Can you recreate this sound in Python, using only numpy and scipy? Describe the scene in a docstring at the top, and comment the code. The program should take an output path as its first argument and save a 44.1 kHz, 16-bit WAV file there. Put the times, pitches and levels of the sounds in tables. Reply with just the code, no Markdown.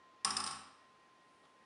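"""Soft room noise and a thin whine sound throughout. Two faint knocks come first. Then, as a fingertip
moves the hand of a weight-driven wall clock, a steel lever in the movement drops with a clack.
It rebounds and chatters to rest, each impact exciting free vibration of the steel parts, the plates,
the frame and the wooden case. These ring on while the bare room reverberates. Near the end a treble
hiss swells a little and two more faint knocks follow."""
import sys
import numpy as np
from scipy import signal
from scipy.fft import rfft, irfft
from scipy.io import wavfile

SR = 44100
rng = np.random.default_rng(int(sys.argv[2]) if len(sys.argv) > 2 else 0)


def int16_out(signal):
    """Quantize to a 16-bit WAV file."""
    q = np.round(np.clip(np.atleast_2d(signal).T, -1, 1) * 32767)
    wavfile.write(sys.argv[1], SR, q.astype(np.int16))


N = 72765
TIME = np.arange(N) / SR

# spectra of the room noise, the hiss and a knock: (frequency [Hz], relative level [dB])
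ROOM_NOISE_SPECTRUM = [(25, -10.5), (60, -7.5), (130, -2.5), (250, 2), (600, 0.5), (1000, 0.5),
                       (1500, -3.5), (3000, -7.5), (6000, -16), (8000, -24), (10000, -25.5), (12000, -41.5)]
HISS_SPECTRUM = [(4000, -21), (7500, -4), (9500, 0.5), (12000, -16)]
KNOCK_SPECTRUM = [(80, -17.5), (250, -4.5), (600, -7.5), (900, 0.5), (1100, 2.5), (1700, -23), (3500, -13),
                  (8000, -34)]
# envelope of the hiss: (time [s], level [dB])
HISS_ENVELOPE = [(0, -105), (.8, -89.5), (1.15, -90.5), (1.35, -84), (1.65, -89)]
# faint knocks: (time [s], level [dB])
KNOCK_EVENTS = [(.208, -66.5), (.226, -73), (1.435, -61), (1.451, -57)]
# decay of the room: (frequency [Hz], reverberation time [s])
REVERBERATION_TIMES = [(200, .7), (1200, 1), (3000, .68), (5500, 0.6), (9000, .52), (12000, 0.33)]
# normal modes of case, plates and lever: (frequency [Hz], relative level [dB], nominal T60 [s])
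WOODEN_CASE_MODES = [(86, -9, 0.58), (150, -8, .4), (205.8, -0.5, 0.4), (264.2, -10.5, 1),
                     (382.9, -7.5, 0.47), (434.6, -16.5, 0.56)]
MOVEMENT_PLATE_MODES = [(774, -12, .45), (829, -13.5, 0.46), (859, -13, 0.41), (1093, -4.5, 0.28),
                        (1092.7, -1.5, 0.35), (1142, -4, 0.72), (1207, -12, .3), (1249, -10.5, 0.23),
                        (1310, -7.5, 0.55), (1332, -8, 0.51)]
STEEL_LEVER_MODES = [(2750, -26, 0.0162), (3600, -14.5, 0.0089), (4700, -19, 0.047), (5092, -1, .016),
                     (5210, -10, 0.016), (5560, -17, 0.021), (6140, -15.5, .013), (7220, -19.5, 0.0104),
                     (8456, -10.5, .011), (9030, -9.5, .01), (9450, -13, 0.014)]
# dense resonances of the frame and of the small steel parts: (frequency [Hz], relative level [dB])
FRAME_SPECTRUM = [(60, -36), (170, -11.5), (550, -18.5), (800, -1), (980, -3.5), (1130, 4), (1350, -1),
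                  (1700, -13), (2800, -10.5), (5000, -37)]
TICK_SPECTRUM = [(300, -16), (900, -11.5), (1400, -5), (2000, -10), (3600, -7), (4500, -7), (5400, -1.5),
                 (6700, -17), (7300, -8), (7800, -12.5), (8400, -1), (9400, -4.5), (10600, -12.5),
                 (12000, -34)]
# impacts of the lever: (time [s], tick gain [dB], tick tilt [dB/octave], lever gain [dB],
# plate and frame gain [dB], case gain [dB])
IMPACTS = [(0.2465, -1, 0.74, 0, 1, 1.5), (0.3050, -9.5, 0, -6.5, -9, 1), (0.3667, -5, 1, -1, -3.5, -2.5),
           (0.4009, -13.5, 0, -8.5, -11.5, -5.5), (0.4388, -11, -0.5, -10, -13.5, -10),
           (0.4624, -9, -0.5, -14.5, -12, -12), (0.4737, -14, -1.5, -11.5, -14.5, -3.5),
           (0.5090, -15.5, 0, -16, -14.5, -6), (0.5303, -24, 1, -20.5, -21.5, -12.5),
           (0.554, -34, -2, -27, -30, -22)]

ROOM_NOISE_DB, KNOCK_T60_S = -68.5, 0.07
WHINE_HZ, WHINE_DB, WHINE_FADE_DB_PER_S = 1043.6, -66, 3
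WAVER_HZ, WAVER_DEPTH = 5, 0.033
BEAT_TONE_HZ, BEAT_TONE_DB = 1885, -79.5
BEAT_DEPTH, BEAT_PEAK_S, BEAT_PERIOD_S = 0.63, 0.034, 0.2
ROOM_GAIN_DB, ROOM_RISE_S = -3, 0.002
ECHO_DELAY_S, ECHO_GAIN_DB = 0.0042, -9.5
CASE_GAIN_DB, CASE_RISE_S = -48.5, 0.02
PLATE_GAIN_DB, PLATE_RISE_S = -37.5, 0.014
FRAME_GAIN_DB, FRAME_RISE_S, FRAME_T60_S = -42, 0.0043, 0.74
TICK_GAIN_DB, TICK_T60_S, BURST_RISE_S = -22.5, 0.03, 0.0015
LEVER_GAIN_DB, LEVER_SPREAD_DB = -25.5, 1
LEVER_TO_ROOM_DB = -10  # the lever's ring reaches the room more weakly than the ticks
LOW_CUT_HZ, ROLL_OFF_HZ, CUTOFF_HZ = 65, 11120, 11375


def from_db(db):
    """Amplitude ratio: a factor of ten for every 20 dB."""
    return 10 ** (np.asarray(db) / 20)


def at_hz(points, hz):
    """Interpolation on a logarithmic frequency axis."""
    frequencies, values = np.transpose(points)
    return np.interp(np.log(np.maximum(hz, 1)), np.log(frequencies), values)


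def noise(spectrum):
    """Spectral shaping: white noise is weighted by frequency and scaled to unit rms."""
    hz = np.arange(N // 2 + 1) * SR / N
    white = rfft(rng.standard_normal(N))
    shaped = irfft(white * from_db(at_hz(spectrum, hz)), N)
    return shaped / np.sqrt(np.mean(shaped ** 2) + 1e-20)


def decay(t60, rise_s):
    """Exponential damping: after its build-up the envelope falls 60 dB in t60 seconds."""
    return (1 - np.exp(-TIME / rise_s)) * np.exp(-np.log(1000) * TIME / t60)


def sinusoid(hz):
    """Simple harmonic motion with a random phase."""
    return np.sin(2 * np.pi * (hz * TIME + rng.random()))


def add(out, start_s, sound):
    """Linear superposition of a sound from a given time onward."""
    start = int(start_s * SR)
    out[start:] += sound[:N - start]


def background():
    """Incoherent addition: steady room noise and a treble hiss that swells a little."""
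    hiss_db = np.interp(TIME, *np.transpose(HISS_ENVELOPE))
    room_noise = from_db(ROOM_NOISE_DB) * noise(ROOM_NOISE_SPECTRUM)
    return room_noise + from_db(hiss_db) * noise(HISS_SPECTRUM)


def whine():
    """Amplitude modulation: a fading tone wavers at random; a fainter, higher one beats regularly."""
    waver = 1 + WAVER_DEPTH * noise([(WAVER_HZ, 0), (2 * WAVER_HZ, -100)])
    low = from_db(WHINE_DB - WHINE_FADE_DB_PER_S * TIME) * waver * np.sin(2 * np.pi * WHINE_HZ * TIME)
    beat = 1 + BEAT_DEPTH * np.cos(2 * np.pi * (TIME - BEAT_PEAK_S) / BEAT_PERIOD_S)
    high = from_db(BEAT_TONE_DB) * beat * np.sin(2 * np.pi * BEAT_TONE_HZ * TIME)
    return np.sqrt(2) * (low + high)  # rms to peak amplitude


def knocks():
    """Heavily damped transients: noise bursts with little treble are heard as dull knocks."""
    out = np.zeros(N)
    for start_s, db in KNOCK_EVENTS:
        add(out, start_s, from_db(db) * noise(KNOCK_SPECTRUM) * decay(KNOCK_T60_S, BURST_RISE_S))
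    return out


def room_reverberation(source):
    """Reverberation: convolution with diffuse reflections that die sooner in the treble."""
    edges_hz = np.geomspace(100, 14000, 13)
    tail = np.zeros(N)
    for low, high in zip(edges_hz, edges_hz[1:]):
        bandpass = signal.butter(2, [low, high], "band", fs=SR, output="sos")
        band = signal.sosfilt(bandpass, rng.standard_normal(N))
        tail += band * decay(at_hz(REVERBERATION_TIMES, np.sqrt(low * high)), ROOM_RISE_S)
    return from_db(ROOM_GAIN_DB) * signal.fftconvolve(source, tail / np.linalg.norm(tail))[:N]


def case_echo(clicks):
    """Early reflection: the back of the case returns the clicks, delayed and weakened."""
    out = np.zeros(N)
    add(out, ECHO_DELAY_S, from_db(ECHO_GAIN_DB) * clicks)
    return out


def modal_ring(modes, rise_s):
    """Modal superposition: a struck body vibrates as a sum of damped sinusoids."""
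    return sum(from_db(db) * decay(t60, rise_s) * sinusoid(hz) for hz, db, t60 in modes)


def clock_body():
    """Structure-borne sound: each impact shakes the plates, frame and case, which ring on."""
    out = np.zeros(N)
    for start_s, _, _, _, blow_db, case_db in IMPACTS:
        plates = from_db(PLATE_GAIN_DB) * modal_ring(MOVEMENT_PLATE_MODES, PLATE_RISE_S)
        frame = from_db(FRAME_GAIN_DB) * noise(FRAME_SPECTRUM) * decay(FRAME_T60_S, FRAME_RISE_S)
        case = from_db(CASE_GAIN_DB + case_db) * modal_ring(WOODEN_CASE_MODES, CASE_RISE_S)
        add(out, start_s, from_db(blow_db) * (plates + frame) + case)
    return out


def lever_ring():
    """Free vibration: modes swell as the blow spreads through the lever, in a new balance each time."""
    out = np.zeros(N)
    for hz, db, t60 in STEEL_LEVER_MODES:
        age = np.minimum(np.log(1000) * TIME / t60, 100)  # in time constants
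        envelope = age * np.exp(1 - age)
        strength = from_db(db - LEVER_SPREAD_DB * rng.uniform(-1, 1))
        out += strength * envelope * sinusoid(hz)
    return from_db(LEVER_GAIN_DB) * out


def lever_impacts():
    """Impact excitation: each contact rings the lever and draws a bright tick from small steel parts."""
    ticks, rings = np.zeros(N), np.zeros(N)
    for start_s, tick_db, tilt, ring_db, _, _ in IMPACTS:
        spectrum = [(hz, db + tilt * np.log2(hz / 1000)) for hz, db in TICK_SPECTRUM]
        tick = noise(spectrum) * decay(TICK_T60_S, BURST_RISE_S)
        add(ticks, start_s, from_db(TICK_GAIN_DB + tick_db) * tick)
        add(rings, start_s, from_db(ring_db) * lever_ring())
    return ticks, rings


def scene():
    """Superposition of the clock's direct sound, its reflections and the background in one channel."""
    ticks, rings = lever_impacts()
    clicks = ticks + rings
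    reflections = case_echo(clicks) + room_reverberation(ticks + from_db(LEVER_TO_ROOM_DB) * rings)
    return (clicks + reflections + clock_body() + knocks() + background() + whine())[None]


def record(dry):
    """Band limiting: the microphone loses deep bass and rolls off the treble; the top is cut steeply."""
    low_cut = signal.butter(2, LOW_CUT_HZ, "high", fs=SR, output="sos")
    roll_off = signal.butter(12, ROLL_OFF_HZ, fs=SR, output="sos")
    steep_cut = signal.ellip(10, 0.3, 70, CUTOFF_HZ, fs=SR, output="sos")
    return signal.sosfilt(np.vstack([low_cut, roll_off, steep_cut]), dry)


dry = scene()
out = record(dry)
int16_out(out)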